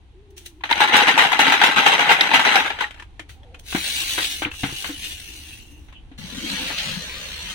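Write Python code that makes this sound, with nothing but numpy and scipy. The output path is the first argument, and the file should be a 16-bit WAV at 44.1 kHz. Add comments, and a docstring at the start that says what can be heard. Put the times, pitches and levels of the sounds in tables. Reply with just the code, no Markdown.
"""Plastic toys in a steel tray

Hollow toys are shaken in a steel tray, close by in a small room, landing in a heap about eight times
a second. Each impact excites the damped modes of a plastic shell and of the steel under it. The toys
settle with a few clicks; the tray is pushed across the table, knocking as it goes, and a plastic tray
slides in after it. Sliding friction makes both scrape; stick-slip makes them sing, rasp and groan."""
import sys
import numpy as np
from scipy import signal
from scipy.fft import rfft, irfft, next_fast_len
from scipy.io import wavfile
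from scipy.ndimage import uniform_filter1d

SR = 44100
rng = np.random.default_rng(int(sys.argv[2]) if len(sys.argv) > 2 else 0)


def wav_out(sig):
    """Save sig, one row per channel (or a flat mono array), as 16-bit PCM at SR to the path in sys.argv[1]."""
    wavfile.write(sys.argv[1], SR, np.round(np.clip(np.atleast_2d(sig).T, -1, 1) * 32767).astype(np.int16))


N = 332542
TIME = np.arange(N) / SR
RING_TIME = np.arange(SR // 4) / SR   # time axis of one impulse response


def from_db(db):
    """Amplitude ratio of a level in decibels."""
    return 10 ** (np.asarray(db) / 20)


def rms_one(x):
    """Normalise to unit mean power."""
    return x / np.sqrt(np.mean(x ** 2) + 1e-20)


def energy_one(x):
    """Normalise to unit energy in each channel."""
    return x / np.sqrt(np.sum(x ** 2, axis=-1, keepdims=True))


def peak_one(x):
    """Normalise to unit peak amplitude."""
    return x / np.abs(x).max()


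def level_curve(rows):
    """Linear interpolation of (time_s, level_db) rows at every sample."""
    return np.interp(TIME, *np.transpose(rows))


def during(rows):
    """A gate, open while a curve lasts, with 10 ms ramps."""
    return np.clip(np.minimum(TIME - rows[0][0], rows[-1][0] + .02 - TIME) / .01, 0, 1)


def envelope(start_s, hold_s, swell_s, fall_s):
    """Exponential growth up to start_s, a plateau, then exponential decay."""
    exponent = np.minimum((TIME - start_s) / swell_s, (start_s + hold_s - TIME) / fall_s)
    return np.exp(np.clip(exponent, -30, 0))


def onset(rise_s):
    """First-order rise that softens the attack of an impulse response."""
    return 1 - np.exp(-RING_TIME / rise_s)


def on_bins(points, size):
    """Interpolation over log frequency at the bins of a Fourier transform."""
    hz, values = np.transpose(points)
    return np.interp(np.log(np.arange(size // 2 + 1) * SR / size + 1), np.log(hz), values)


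def colour(x, spectrum):
    """Minimum-phase filter with a magnitude response of (freq_hz, gain_db) points."""
    size = 2 * next_fast_len(x.shape[-1])
    cepstrum = irfft(np.log(from_db(on_bins(spectrum, size))))[:size // 2]
    response = np.exp(2 * rfft(cepstrum, size) - cepstrum[0])
    return irfft(rfft(x, size) * response)[..., :x.shape[-1]]


def highpass(x, cutoff_hz, order):
    """Butterworth high-pass filter."""
    return signal.sosfilt(signal.butter(order, cutoff_hz, "high", fs=SR, output="sos"), x)


def pan(left_db):
    """Stereo gains for a level difference in favour of the left."""
    return from_db(np.array([[.5], [-.5]]) * left_db)


# Likeness of the sound at left and right: freq_hz, correlation
COHERENCE = [(60, 0.81), (300, 0.93), (640, 0.49), (900, 0.26), (1150, 0.019), (16000, 0.052)]
def spread(pair):
    """Spatial coherence: two independent signals become left and right, alike only in the bass."""
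    size = 2 * next_fast_len(pair.shape[-1] // 2 + 2000)
    alike = np.clip(on_bins(COHERENCE, size), -1, 1)
    mid, side = rfft(pair, size)
    return irfft(np.sqrt(1 + alike) * mid + np.sqrt(1 - alike) * side * [[1], [-1]])[:, :pair.shape[-1]]


def drift(per_s):
    """Random fluctuation of unit rms, interpolated between per_s values a second."""
    knots = rng.standard_normal(20000)
    return rms_one(np.interp(TIME * per_s, np.arange(len(knots)), knots))


def wander(per_s, count):
    """Random crossfade among several gains at constant total power."""
    gains = np.array([drift(per_s) for _ in range(count)])
    return gains / np.sqrt(np.sum(gains ** 2, axis=0))


def narrow_noise(hz, width_hz):
    """Narrow-band stereo noise: random quadrature modulation of a carrier whose pitch may move."""
    phase = 2 * np.pi * np.cumsum(hz * np.ones(N)) / SR
    pair = [drift(width_hz) * np.cos(phase) + drift(width_hz) * np.sin(phase) for _ in range(2)]
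    return spread(np.array(pair))


def modes(rows):
    """Modal superposition: damped sines (freq_hz, level_db, t60_s), of random strength on each side."""
    out = 0
    for hz, db, t60_s in rows:
        decay = from_db(db + rng.normal(0, 2, (2, 1)) - 60 * RING_TIME / t60_s)
        right_sign = 1 if hz < 1000 else rng.choice([-1, 1])   # low modes reach both sides in phase
        polarity = np.array([[1], [right_sign]]) * rng.choice([-1, 1])
        out += polarity * decay * np.sin(2 * np.pi * hz * RING_TIME)
    return out


def dense_ring(t60_s):
    """High modal overlap: countless modes struck at once merge into decaying noise."""
    return spread(rng.standard_normal((2, len(RING_TIME))) * from_db(-60 * RING_TIME / t60_s))


def contacts(per_s, uneven_db, window_s):
    """Poisson impulses of log-normal size, levelled to unit power over a short window."""
    struck = rng.random(N) < per_s / SR
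    clicks = struck * from_db(uneven_db * rng.standard_normal(N)) * rng.choice([-1, 1], N)
    power = np.abs(uniform_filter1d(clicks ** 2, int(window_s * SR)))
    return clicks / np.sqrt(power + 1e-6)


def add(out, start_s, sound):
    """Superpose a sound on the mix at a given time."""
    start = round(start_s * SR)
    out[:, start:start + sound.shape[1]] += sound[:, :N - start]


def excite(force, response):
    """A linear system's output: the excitation convolved with the impulse response."""
    force = np.atleast_2d(force)
    out, active = np.zeros((2, N)), np.flatnonzero(force.any(axis=0))
    if len(active):
        add(out, active[0] / SR, signal.oaconvolve(force[:, active[0]:active[-1] + 1], response, axes=-1))
    return out


# Spectrum of the ambient noise: freq_hz, density_db
AMBIENT_SPECTRUM = [(12, -31.5), (20, -2.5), (72, 2), (182, -20), (310, -18), (607, -32), (802, -25),
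                    (1260, -34), (3070, -32.5), (4060, -36.5), (5080, -46.5), (6180, -44.5), (7310, -50),
                    (9400, -47.5), (16000, -74.5)]
# Its dip during the shaking: time_s, gain_db
AMBIENT_DIP = [(0.7, -3), (1.1, -9.5), (2.5, -10.5), (3.1, 0.5)]
# Faint distant glides: start_s, level_db, hold_s, first_hz, last_hz
GLIDES = [(0.155, -50.5, 0.19, 394, 383.5), (0.317, -51, 0.35, 367.6, 305), (3.365, -57.5, 0.21, 807, 708),
          (3.44, -53, 0.11, 520, 510)]
def background():
    """Ambient noise: low rumble and faint hiss, with far tones under slight random modulation."""
    noise = rms_one(colour(spread(rng.standard_normal((2, N))), AMBIENT_SPECTRUM))
    out = from_db(-44.5 + level_curve(AMBIENT_DIP)) * noise
    for start_s, db, hold_s, first_hz, last_hz in GLIDES:
        hz = np.interp(TIME, [start_s, start_s + hold_s], [first_hz, last_hz])
        phase = 2 * np.pi * np.cumsum(hz * (1 + .08 * drift(90))) / SR
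        shape = envelope(start_s, hold_s, swell_s=.0175, fall_s=.042)
        out += shape * from_db(db + 2 * drift(32)) * np.sin(phase)
    return out


def room(direct, t60_s=.12, reverb_db=-4.5):
    """Reverberation: near walls return a short tail whose pattern changes as the trays move."""
    walls = [(150, -9.5), (900, -3.5), (4000, -2.0), (14000, 1.0)]   # freq_hz, gain_db
    tails = sum(excite(direct * place, energy_one(colour(dense_ring(t60_s) * onset(.0028), walls)))
                for place in wander(per_s=6, count=4))
    return direct + from_db(reverb_db) * tails


def friction(pushes, steady_db=-40):
    """Amplitude of sliding friction: 1 in a steady push, 0 at rest."""
    return sum(from_db(level_curve(push) - steady_db) * during(push) for push in pushes)


# Spectrum of fine friction hiss: freq_hz, density_db
HISS_SPECTRUM = [(3500, -20), (5500, 3), (6200, 5.5), (7200, -5), (8300, -1.5), (10000, -2), (12500, -10),
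                 (15700, -5)]
def slide(pushes, scrape_spectrum, drum_spectrum, scrape_db, hiss_db, drum_db, rough_db, left_db, t60_s):
    """Roughness noise: tiny slips on the table's grain scrape, hiss and drum, all growing with speed."""
    rub, out = friction(pushes), np.zeros((2, N))
    first, last = np.flatnonzero(rub)[[0, -1]]
    grains = contacts(per_s=1000, uneven_db=3.5, window_s=.02) * from_db(rough_db * drift(45)) * (rub > 0)
    # the load wanders among spots of the underside, each ringing the tray in its own way
    slips = sum(excite(grains * load, energy_one(dense_ring(t60_s)))
                for load in wander(per_s=16, count=8))
    slips, rub = slips[:, first:last], rub[first:last]
    scrape = from_db(scrape_db) * rub ** 1.15 * rms_one(colour(slips, scrape_spectrum)) * pan(left_db)
    hiss = from_db(hiss_db) * rub * rms_one(colour(slips, HISS_SPECTRUM))
    drum = from_db(drum_db) * rub ** .3 * rms_one(colour(slips, drum_spectrum)) * pan(3.1)
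    add(out, first / SR, scrape + hiss + drum)
    return out


# Speed of the plastic tray, as the level of its friction: time_s, level_db
PLASTIC_FRICTION = [(6.175, -41), (6.19, -42.5), (6.255, -41), (6.44, -34.5), (6.49, -30.5), (6.61, -32.5),
                    (6.68, -31.5), (6.75, -35), (6.8, -31.5), (6.93, -31.5), (6.985, -37), (7.452, -37.5),
                    (7.512, -33.5), (7.54, -39)]
# Spectra of its scrape and its low drumming: freq_hz, density_db
PLASTIC_SCRAPE_SPECTRUM = [(210, -31), (350, -13.5), (450, -4.5), (510, -0.5), (608, -7), (966, -4.5),
                           (1100, -6), (1340, -2.5), (2290, 2), (2910, 2.5), (3400, 2.5), (4290, 3.5),
                           (5050, -12.5), (7000, -22), (9100, -24), (15400, -120)]
PLASTIC_DRUM_SPECTRUM = [(90, -16), (170, 4.5), (280, -8), (370, -5), (700, -63)]
def plastic_slide():
    """Forced vibration: friction drives the well-damped plastic tray through one push."""
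    return slide([PLASTIC_FRICTION], PLASTIC_SCRAPE_SPECTRUM, PLASTIC_DRUM_SPECTRUM,
                 scrape_db=-39, hiss_db=-46.5, drum_db=-52, rough_db=.44, left_db=3, t60_s=.035)


# Rasp of the plastic tray's wall: time_s, level_db
RASP_LEVEL = [(6.19, -54), (6.45, -45), (6.56, -38), (6.72, -39), (6.81, -39), (6.93, -38.5), (7.0, -54),
              (7.2, -44), (7.44, -45), (7.5, -36)]
# Groans of its floor: start_s, level_db, hold_s, pitch_hz
FLOOR_GROANS = [(6.196, -41.5, 0.057, 176.3), (6.337, -39, 0.048, 234.4), (6.438, -37.5, 0.099, 269.5),
                (6.515, -41, 0.041, 217), (6.61, -42, 0.045, 278.7), (6.864, -40, 0.12, 185)]
def plastic_stick_slip():
    """Stick-slip sustains modes of the plastic tray: its wall rasps and its floor groans."""
    wall = narrow_noise(2920 * (1 + .04 * drift(25)), width_hz=800)
    rasp = from_db(level_curve(RASP_LEVEL)) * during(RASP_LEVEL) * wall
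    groans = sum(from_db(db) * envelope(start_s, hold_s, swell_s=.013, fall_s=.018)
                 * narrow_noise(hz, width_hz=125) for start_s, db, hold_s, hz in FLOOR_GROANS)
    return rasp + groans * pan(7.5)


# Speed of the steel tray, as the level of its friction, one curve a push: time_s, level_db
STEEL_FRICTION = [
    [(3.62, -70), (3.684, -41.5), (3.77, -35), (4.24, -33), (4.372, -39.5), (4.444, -43), (4.45, -63),
     (4.48, -73)],
    [(4.5, -62), (4.542, -47), (4.776, -38), (4.936, -45), (5.116, -41), (5.146, -46), (5.502, -49.5),
     (5.9, -73.5)],
]
# Spectra of its scrape and its low drumming: freq_hz, density_db
STEEL_SCRAPE_SPECTRUM = [(240, -36.5), (400, -11), (473, -11.5), (654, -14.5), (782, -4.5), (1060, -17.5),
                         (1480, -1), (2410, 6), (2820, 9), (3850, 7.5), (5190, -2), (6210, -10),
                         (7000, -14.5), (9100, -102), (15400, -120)]
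STEEL_DRUM_SPECTRUM = [(100, 3.5), (220, 5), (300, 16.5), (400, -4), (700, -49)]
def steel_slide():
    """Forced vibration: friction drives the steel tray through two pushes, the second slower."""
    return slide(STEEL_FRICTION, STEEL_SCRAPE_SPECTRUM, STEEL_DRUM_SPECTRUM,
                 scrape_db=-34, hiss_db=-36, drum_db=-52.5, rough_db=1.3, left_db=4, t60_s=.044)


# Chirp of the rim as the hand lets go: start_s, level_db, hold_s
RELEASE_CHIRPS = [(5.956, -51, 0.022)]
def steel_stick_slip():
    """Stick-slip sustains a mode of the steel rim: it sings in the slow push and chirps on release."""
    rim = narrow_noise(2820 * (1 + .022 * drift(14)), width_hz=400)
    song = from_db(-44 + 3.5 * drift(30)) * friction(STEEL_FRICTION[1:]) ** .8 * rim
    chirp_gain = sum(from_db(db) * envelope(start_s, hold_s, swell_s=.013, fall_s=.018)
                     for start_s, db, hold_s in RELEASE_CHIRPS)
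    return song + chirp_gain * narrow_noise(2950, width_hz=800)


# Brief slips of toys and trays: start_s, scrape_db, hiss_db, fall_s
SHORT_SLIPS = [(0.307, -64, -59, 0.003), (0.368, -51.5, -51, 0.085), (0.380, -41.5, -40, 0.0018),
               (0.462, -34.5, -34, 0.0056), (3.294, -45, -48.5, 0.029), (3.597, -43, -43, 0.0007),
               (4.222, -24, -40, 0.015), (4.247, -21.5, -34, 0.006), (5.047, -32.5, -34, 0.0093),
               (5.117, -37, -45, 0.009), (6.675, -28, -37, 0.019), (6.783, -21, -43, 0.016)]
def scuffs():
    """Transient friction: a short slip gives a burst of scrape and hiss that dies away."""
    scrape_gain, hiss_gain = np.zeros((2, N))
    for start_s, scrape_db, hiss_db, fall_s in SHORT_SLIPS:
        shape = envelope(start_s, hold_s=.002, swell_s=.003, fall_s=fall_s)
        scrape_gain += from_db(scrape_db) * shape
        hiss_gain += from_db(hiss_db) * shape
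    grain = spread(rng.standard_normal((2, N)))
    scrape = scrape_gain * rms_one(colour(grain, STEEL_SCRAPE_SPECTRUM)) * pan(1.7)
    return scrape + hiss_gain * rms_one(colour(grain, HISS_SPECTRUM))


# Resonances of the steel: freq_hz, bandwidth_hz, peak_db
STEEL_RESONANCES = [(314, 74, -15), (831.4, 29, 0), (913, 27, 0.5), (1396, 84, -7.5), (1627, 49, -5.5),
                    (2010, 58, -1), (2380, 26, -10), (2807, 30, -2.5), (3820, 15, -5), (3984, 45, -5),
                    (4900, 26, -14), (5060, 28, -18), (6218, 110, -20), (7950, 200, -22), (9800, 170, -26),
                    (10915, 120, -29), (14175, 150, -34.5), (15390, 200, -37)]
# Modes of the tray's short clang: freq_hz, level_db, t60_s
CLANG_MODES = [(774, 3.5, 0.021), (827, -3.5, 0.06), (889, -4, 0.064), (997.5, -0.5, 0.04)]
# Spectrum of a struck plastic shell: freq_hz, density_db
SHELL_SPECTRUM = [(53, -71.5), (90, -29), (165, -15), (303, -9.5), (470, -11.5), (620, -12.5), (858, -3),
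                  (1100, -8), (1410, -1.5), (3080, -4), (3900, -8.5), (4600, -20), (5410, -32.5),
                  (6160, -19), (7020, -44.5), (8000, -35.5), (16000, -47.5)]
def toy_on_steel(shell_t60_s, steel_db, pitch_hz, ring_db):
    """Impact excites both bodies: the shell knocks and rings at its pitch, the tray clangs and rings."""
    # a resonance's bandwidth sets its decay time and, for a given peak, its starting amplitude
    steel = modes([(hz, db + 20 * np.log10(width_hz), np.log(1000) / (np.pi * width_hz))
                   for hz, width_hz, db in STEEL_RESONANCES])
    shell = colour(dense_ring(shell_t60_s), SHELL_SPECTRUM)
    ring = modes([(pitch_hz, 0, .028), (pitch_hz * 1.08, -3, .022)])
    sound = energy_one(shell) + from_db(steel_db) * energy_one(steel) + from_db(ring_db) * energy_one(ring)
    sound += from_db(-12.5) * energy_one(modes(CLANG_MODES))
    return energy_one(highpass(sound, 125, order=3))   # the impact sound keeps little below 125 Hz


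def glint(low_hz=4990, high_hz=14900, db_per_octave=-8.5, t60_s=.088, count=9):
    """The point of impact selects the modes: each spot of a shell rings its own few high ones."""
    pitches = low_hz * (high_hz / low_hz) ** ((np.arange(count) + rng.random(count)) / count)
    return energy_one(modes([(hz, db_per_octave * np.log2(hz / low_hz), t60_s) for hz in pitches]))


# Modes of the table, the tray floor and the whole tray flexing: freq_hz, level_db, t60_s
TABLE_MODES = [(98, 11, 0.099), (130, 13, 0.13)]
FLOOR_MODES = [(285.2, -2.5, 0.16), (313, 3, 0.11), (351, -13, 0.14), (507, -14, 0.15)]
FLEX_MODES = [(183, -0.5, 0.18), (233, 14.5, 0.036)]
# Bumps of the trays on the table: start_s, knock_db, boom_db, thud_db, boom_pitch_ratio
TRAY_BUMPS = [(3.196, -37, -16, -42, 1.04), (3.747, 7, 6, -30, 1.11), (4.179, 7.5, -2, -26, 1.08),
              (4.42, 5.5, -2, -32, 0.98), (4.457, -1.5, 1.5, -10, 0.97), (4.634, 6, 5, 4, 0.94),
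              (4.691, -6, -14, -20, 0.86), (4.725, -27, -10.5, -7.5, 1.08), (4.843, -0.5, -35, -29, 1.3),
              (4.891, -7.5, 0.5, -37, 0.99), (5.884, -21.5, -35, -36, 0.94), (6.115, -23, -15, -42, 0.93),
              (6.701, -1, -11, -23, 0.91)]
def bumps():
    """Free vibration after a blow: the table thuds, the tray booms and flexes, the toys knock on it."""
    out = np.zeros((2, N))
    for start_s, knock_db, boom_db, thud_db, pitch_ratio in TRAY_BUMPS:
        # the floor's boom shifts in pitch from bump to bump
        floor = modes([(hz * pitch_ratio, db, t60_s) for hz, db, t60_s in FLOOR_MODES])
        boom = from_db(boom_db) * energy_one(highpass(floor, 140, order=2))
        thud = from_db(thud_db) * energy_one(modes(TABLE_MODES))
        flex_db = -18.5 + 4.3 * boom_db   # only hard blows flex the whole tray
        flex = from_db(flex_db) * energy_one(highpass(modes(FLEX_MODES), 140, order=2))
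        knock = from_db(knock_db) * toy_on_steel(shell_t60_s=.16, steel_db=-26, pitch_hz=690, ring_db=-14)
        add(out, start_s, thud + flex + boom + knock)
    return out


# Modes of a tapped shell: pitch_ratio, level_db, t60_s
TAP_PARTIALS = [(1.0, 7, 0.03), (1.1, -4.5, 0.028), (0.63, -8, 0.033), (1.62, -14.5, 0.041)]
# Spectrum of its dry knock: freq_hz, density_db
KNOCK_SPECTRUM = [(300, -7), (800, -5), (1400, 0), (3200, 1), (4600, -14), (9000, -21), (15000, -38)]
# Light taps after the shaking: start_s, peak_db, pitch_hz, ring_re_knock_db
LIGHT_TAPS = [(2.907, -25.5, 1350, -11), (2.942, -31, 2200, -8), (2.997, -25, 1785, 1),
              (3.022, -28, 997, -0.5), (3.194, -21, 1865, -7.5), (3.201, -36, 2360, 12),
              (3.293, -32.5, 1940, -1), (3.431, -39, 3340, 0), (3.544, -31.5, 2500, -2),
              (3.725, -15, 1470, -9), (4.429, -17, 1550, -4), (4.514, -22, 2676, 4),
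              (4.538, -28.5, 2650, -1), (5.925, -36, 1050, -6)]
def taps():
    """Natural frequencies: a light tap gives a dry knock and the clear ring of one hollow shell."""
    out = np.zeros((2, N))
    for start_s, peak_db, hz, ring_db in LIGHT_TAPS:
        ring = sum(from_db(db - 60 * RING_TIME / t60_s) * np.sin(2 * np.pi * hz * ratio * RING_TIME)
                   for ratio, db, t60_s in TAP_PARTIALS)
        knock = energy_one(colour(dense_ring(t60_s=.041), KNOCK_SPECTRUM))
        tap = onset(.002) * (knock + from_db(ring_db) * energy_one(ring))
        add(out, start_s, from_db(peak_db) * peak_one(tap))
    return out


# Modes of a shell struck on its edge: freq_hz, level_db, t60_s
EDGE_MODES = [(1870, -1, 0.039), (2093, -8, 0.056), (2437, -6, 0.017), (2610, -3.5, 0.02),
              (3160, -6.5, 0.03), (3630, -0.5, 0.0183), (3900, 2.5, 0.017), (4950, -6, 0.009)]
# Edge-on collisions of two toys: start_s, level_db, low_hz, high_hz
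EDGE_HITS = [(0.7119, 5, 1400, 4500), (0.7255, 14, 1400, 4650), (1.3909, 6, 1400, 5500),
             (2.2084, 18.5, 1400, 5500), (2.5555, 11.5, 900, 5900), (2.84, 5, 1400, 2400),
             (4.447, 6.5, 2220, 3050)]
def cracks():
    """Hard contact excites high, heavily damped modes: shell on shell gives a dry, pitched crack."""
    out, rise = np.zeros((2, N)), onset(.0012)
    for start_s, db, low_hz, high_hz in EDGE_HITS:
        band = signal.butter(7, [low_hz, high_hz], "band", fs=SR, output="sos")
        crack = energy_one(rise * modes(EDGE_MODES)) + .72 * energy_one(rise * dense_ring(t60_s=.019))
        add(out, start_s, from_db(db) * energy_one(signal.sosfilt(band, crack)))
    return out


# Single sharp contacts of toy and tray: start_s, peak_db, snap_re_peak_db, pitch_hz
SHARP_HITS = [(0.607, -34, -35, 955), (0.636, -11, -37, 1910), (0.691, -17.5, -29, 1890),
              (0.699, -13.5, -21, 1730), (0.710, -3, -19.5, 900), (0.726, -12.5, -22, 2240),
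              (0.75, -20, -34, 840), (0.803, 0, -18.5, 926), (0.816, -3.5, -36, 840),
              (0.94, -0.5, -32.5, 850), (0.952, -3, -25, 1500), (0.965, -3.5, -8.5, 850),
              (1.084, -7.5, -16.5, 1930), (1.176, -1.5, -14.5, 876), (1.189, 1.5, -21.5, 1430),
              (1.219, -5.5, -21, 910), (1.318, -5, -16.5, 947), (1.328, -4, -25, 1890),
              (1.371, -22.5, -26, 2390), (1.391, 1, -17.5, 830), (1.4, -5, -10.5, 1700),
              (1.49, -13.5, -14.5, 930), (1.521, -0.5, -15, 943), (1.537, -2.5, -30, 1977),
              (1.614, -3, -25, 1690), (1.636, 3, -17.5, 831), (1.65, -19, -18.5, 1470),
              (1.686, -11, -24, 846), (1.785, -13, -21, 920), (1.861, 2, -18.5, 800),
              (1.875, -4.5, -13.5, 1670), (1.993, -7, -20.5, 823), (2.104, -4, -16.5, 877),
              (2.117, -2.5, -12.5, 2000), (2.209, -9, -12, 2010), (2.236, -19.5, -25, 873),
              (2.313, -7, -30, 860), (2.339, 1, -17.5, 860), (2.357, -16, -6, 1400), (2.393, -4, -19, 903),
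              (2.451, -6, -31, 1940), (2.485, -12, -24, 1520), (2.527, -14, -25, 980), (2.555, 2, -19, 793),
              (2.564, -6.5, -19.5, 1550), (2.6, -6.5, -19, 2460), (2.701, -11.5, -50, 1714),
              (2.787, -14, -34, 1500), (2.807, -7.5, -20, 957), (4.843, -18.5, -28, 2110)]
def clacks():
    """Contact compliance: thin plastic yields, so each knock swells briefly under a bright snap."""
    out = np.zeros((2, N))
    crackle_spectrum = [(5000, 3.5), (10000, -2.0), (12800, -9.0), (15000, -3.5)]   # freq_hz, gain_db
    for start_s, peak_db, snap_db, hz in SHARP_HITS:
        ring_db = -3.5 - .086 * peak_db   # lighter contacts ring more purely
        knock = onset(.0035) * toy_on_steel(shell_t60_s=.036, steel_db=-12, pitch_hz=hz, ring_db=ring_db)
        body = peak_one(highpass(knock, 290, order=2))   # a lone toy radiates little bass
        treble = highpass(dense_ring(t60_s=.034), 4700, order=4)
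        crackle = energy_one(colour(treble, crackle_spectrum))
        snap = peak_one(onset(.0016) * (crackle + glint()))
        add(out, start_s, from_db(peak_db) * (body + from_db(snap_db) * snap))
    return out * pan(1)


# Loose jostling as the tray is shaken and set down: time_s, level_db
JOSTLE_LEVEL = [(0.645, -27), (0.69, -45), (0.76, -22.5), (0.95, -25), (2.58, -25), (2.76, -34.5),
                (2.9, -56), (3.0, -44.5), (3.05, -85)]
# The heap lands at each turn of the tray: start_s, level_db, tumble_s, rebound_re_landing_db
HEAP_LANDINGS = [(0.813, -15.5, 0.026, -5.5), (0.93, -13, 0.047, -2), (1.079, -10.5, 0.017, -12.5),
                 (1.18, -14.5, 0.07, -18), (1.336, -24, 0.0098, -18), (1.406, -13, 0.022, 0.5),
                 (1.492, -19, 0.057, -4.5), (1.615, -13, 0.047, -6.5), (1.77, -10.5, 0.012, -9),
                 (1.866, -12, 0.016, -0.5), (1.991, -14, 0.027, -7), (2.094, -10.5, 0.021, -13),
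                 (2.188, -22.5, 0.057, 0), (2.339, -10.5, 0.014, -8.5), (2.452, -15, 0.035, -3),
                 (2.56, -17, 0.03, -13.5), (2.654, -23, 0.016, -25), (2.812, -21, 0.0046, -19)]
def rattle(toy_count=24, swell_s=.011, fall_s=.023, rebound_s=.056, chatter_s=.009):
    """Incoherent summation: landings and rebounds are swarms of random impacts whose powers add."""
    shaking = during(JOSTLE_LEVEL)
    power = from_db(level_curve(JOSTLE_LEVEL)) ** 2 * shaking
    for start_s, db, tumble_s, rebound_db in HEAP_LANDINGS:
        power += (from_db(db) * envelope(start_s, tumble_s, swell_s, fall_s)) ** 2
        power += (from_db(db + rebound_db) * envelope(start_s + rebound_s, tumble_s, swell_s, fall_s)) ** 2
    clicks = contacts(per_s=450, uneven_db=4.6, window_s=.012) * np.sqrt(power) * shaking
    # one toy chatters briefly, then another
    active_toy = rng.integers(0, toy_count, N)[(TIME / chatter_s).astype(int)]
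    out = np.zeros((2, N))
    for toy, hz in enumerate(np.geomspace(1300, 3100, toy_count)):
        knock = toy_on_steel(shell_t60_s=.047, steel_db=-7.5, pitch_hz=hz, ring_db=-8)
        high_modes = from_db(rng.normal(-28, 4.5)) * glint()
        out += excite(clicks * (active_toy == toy), knock + high_modes)
    return out


# Radiation of the tray to the two sides: freq_hz, left_minus_right_db
TRAY_DIRECTIVITY = [(100, 5), (300, 1), (600, 6), (870, 4.5), (1100, 2.5), (1500, 5.5), (2800, 1.5),
                    (5000, -0.5), (16000, -4)]
def radiate(x):
    """Directivity: the tray sends its low and middle frequencies mostly to the left."""
    return np.array([colour(side, [(hz, share * db) for hz, db in TRAY_DIRECTIVITY])
                     for side, share in zip(x, (.5, -.5))])


def scene():
    """Superposition: impacts and friction sound in the room, joined by dry cracks and the background."""
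    sliding = steel_slide() + plastic_slide()
    impacts = radiate(rattle() + clacks() + taps() + bumps())
    rubbing = scuffs() + sliding + steel_stick_slip() + plastic_stick_slip()
    return room(impacts + rubbing) + cracks() + background()


def record(dry, cutoff_hz=15900):
    """Soft saturation rounds the loudest peaks, and a steep low-pass limits the bandwidth."""
    rounded = 1.188 * np.tanh(dry / 1.227)
    return signal.sosfilt(signal.ellip(12, .1, 70, cutoff_hz, fs=SR, output="sos"), rounded)


dry = scene()
out = record(dry)
wav_out(out)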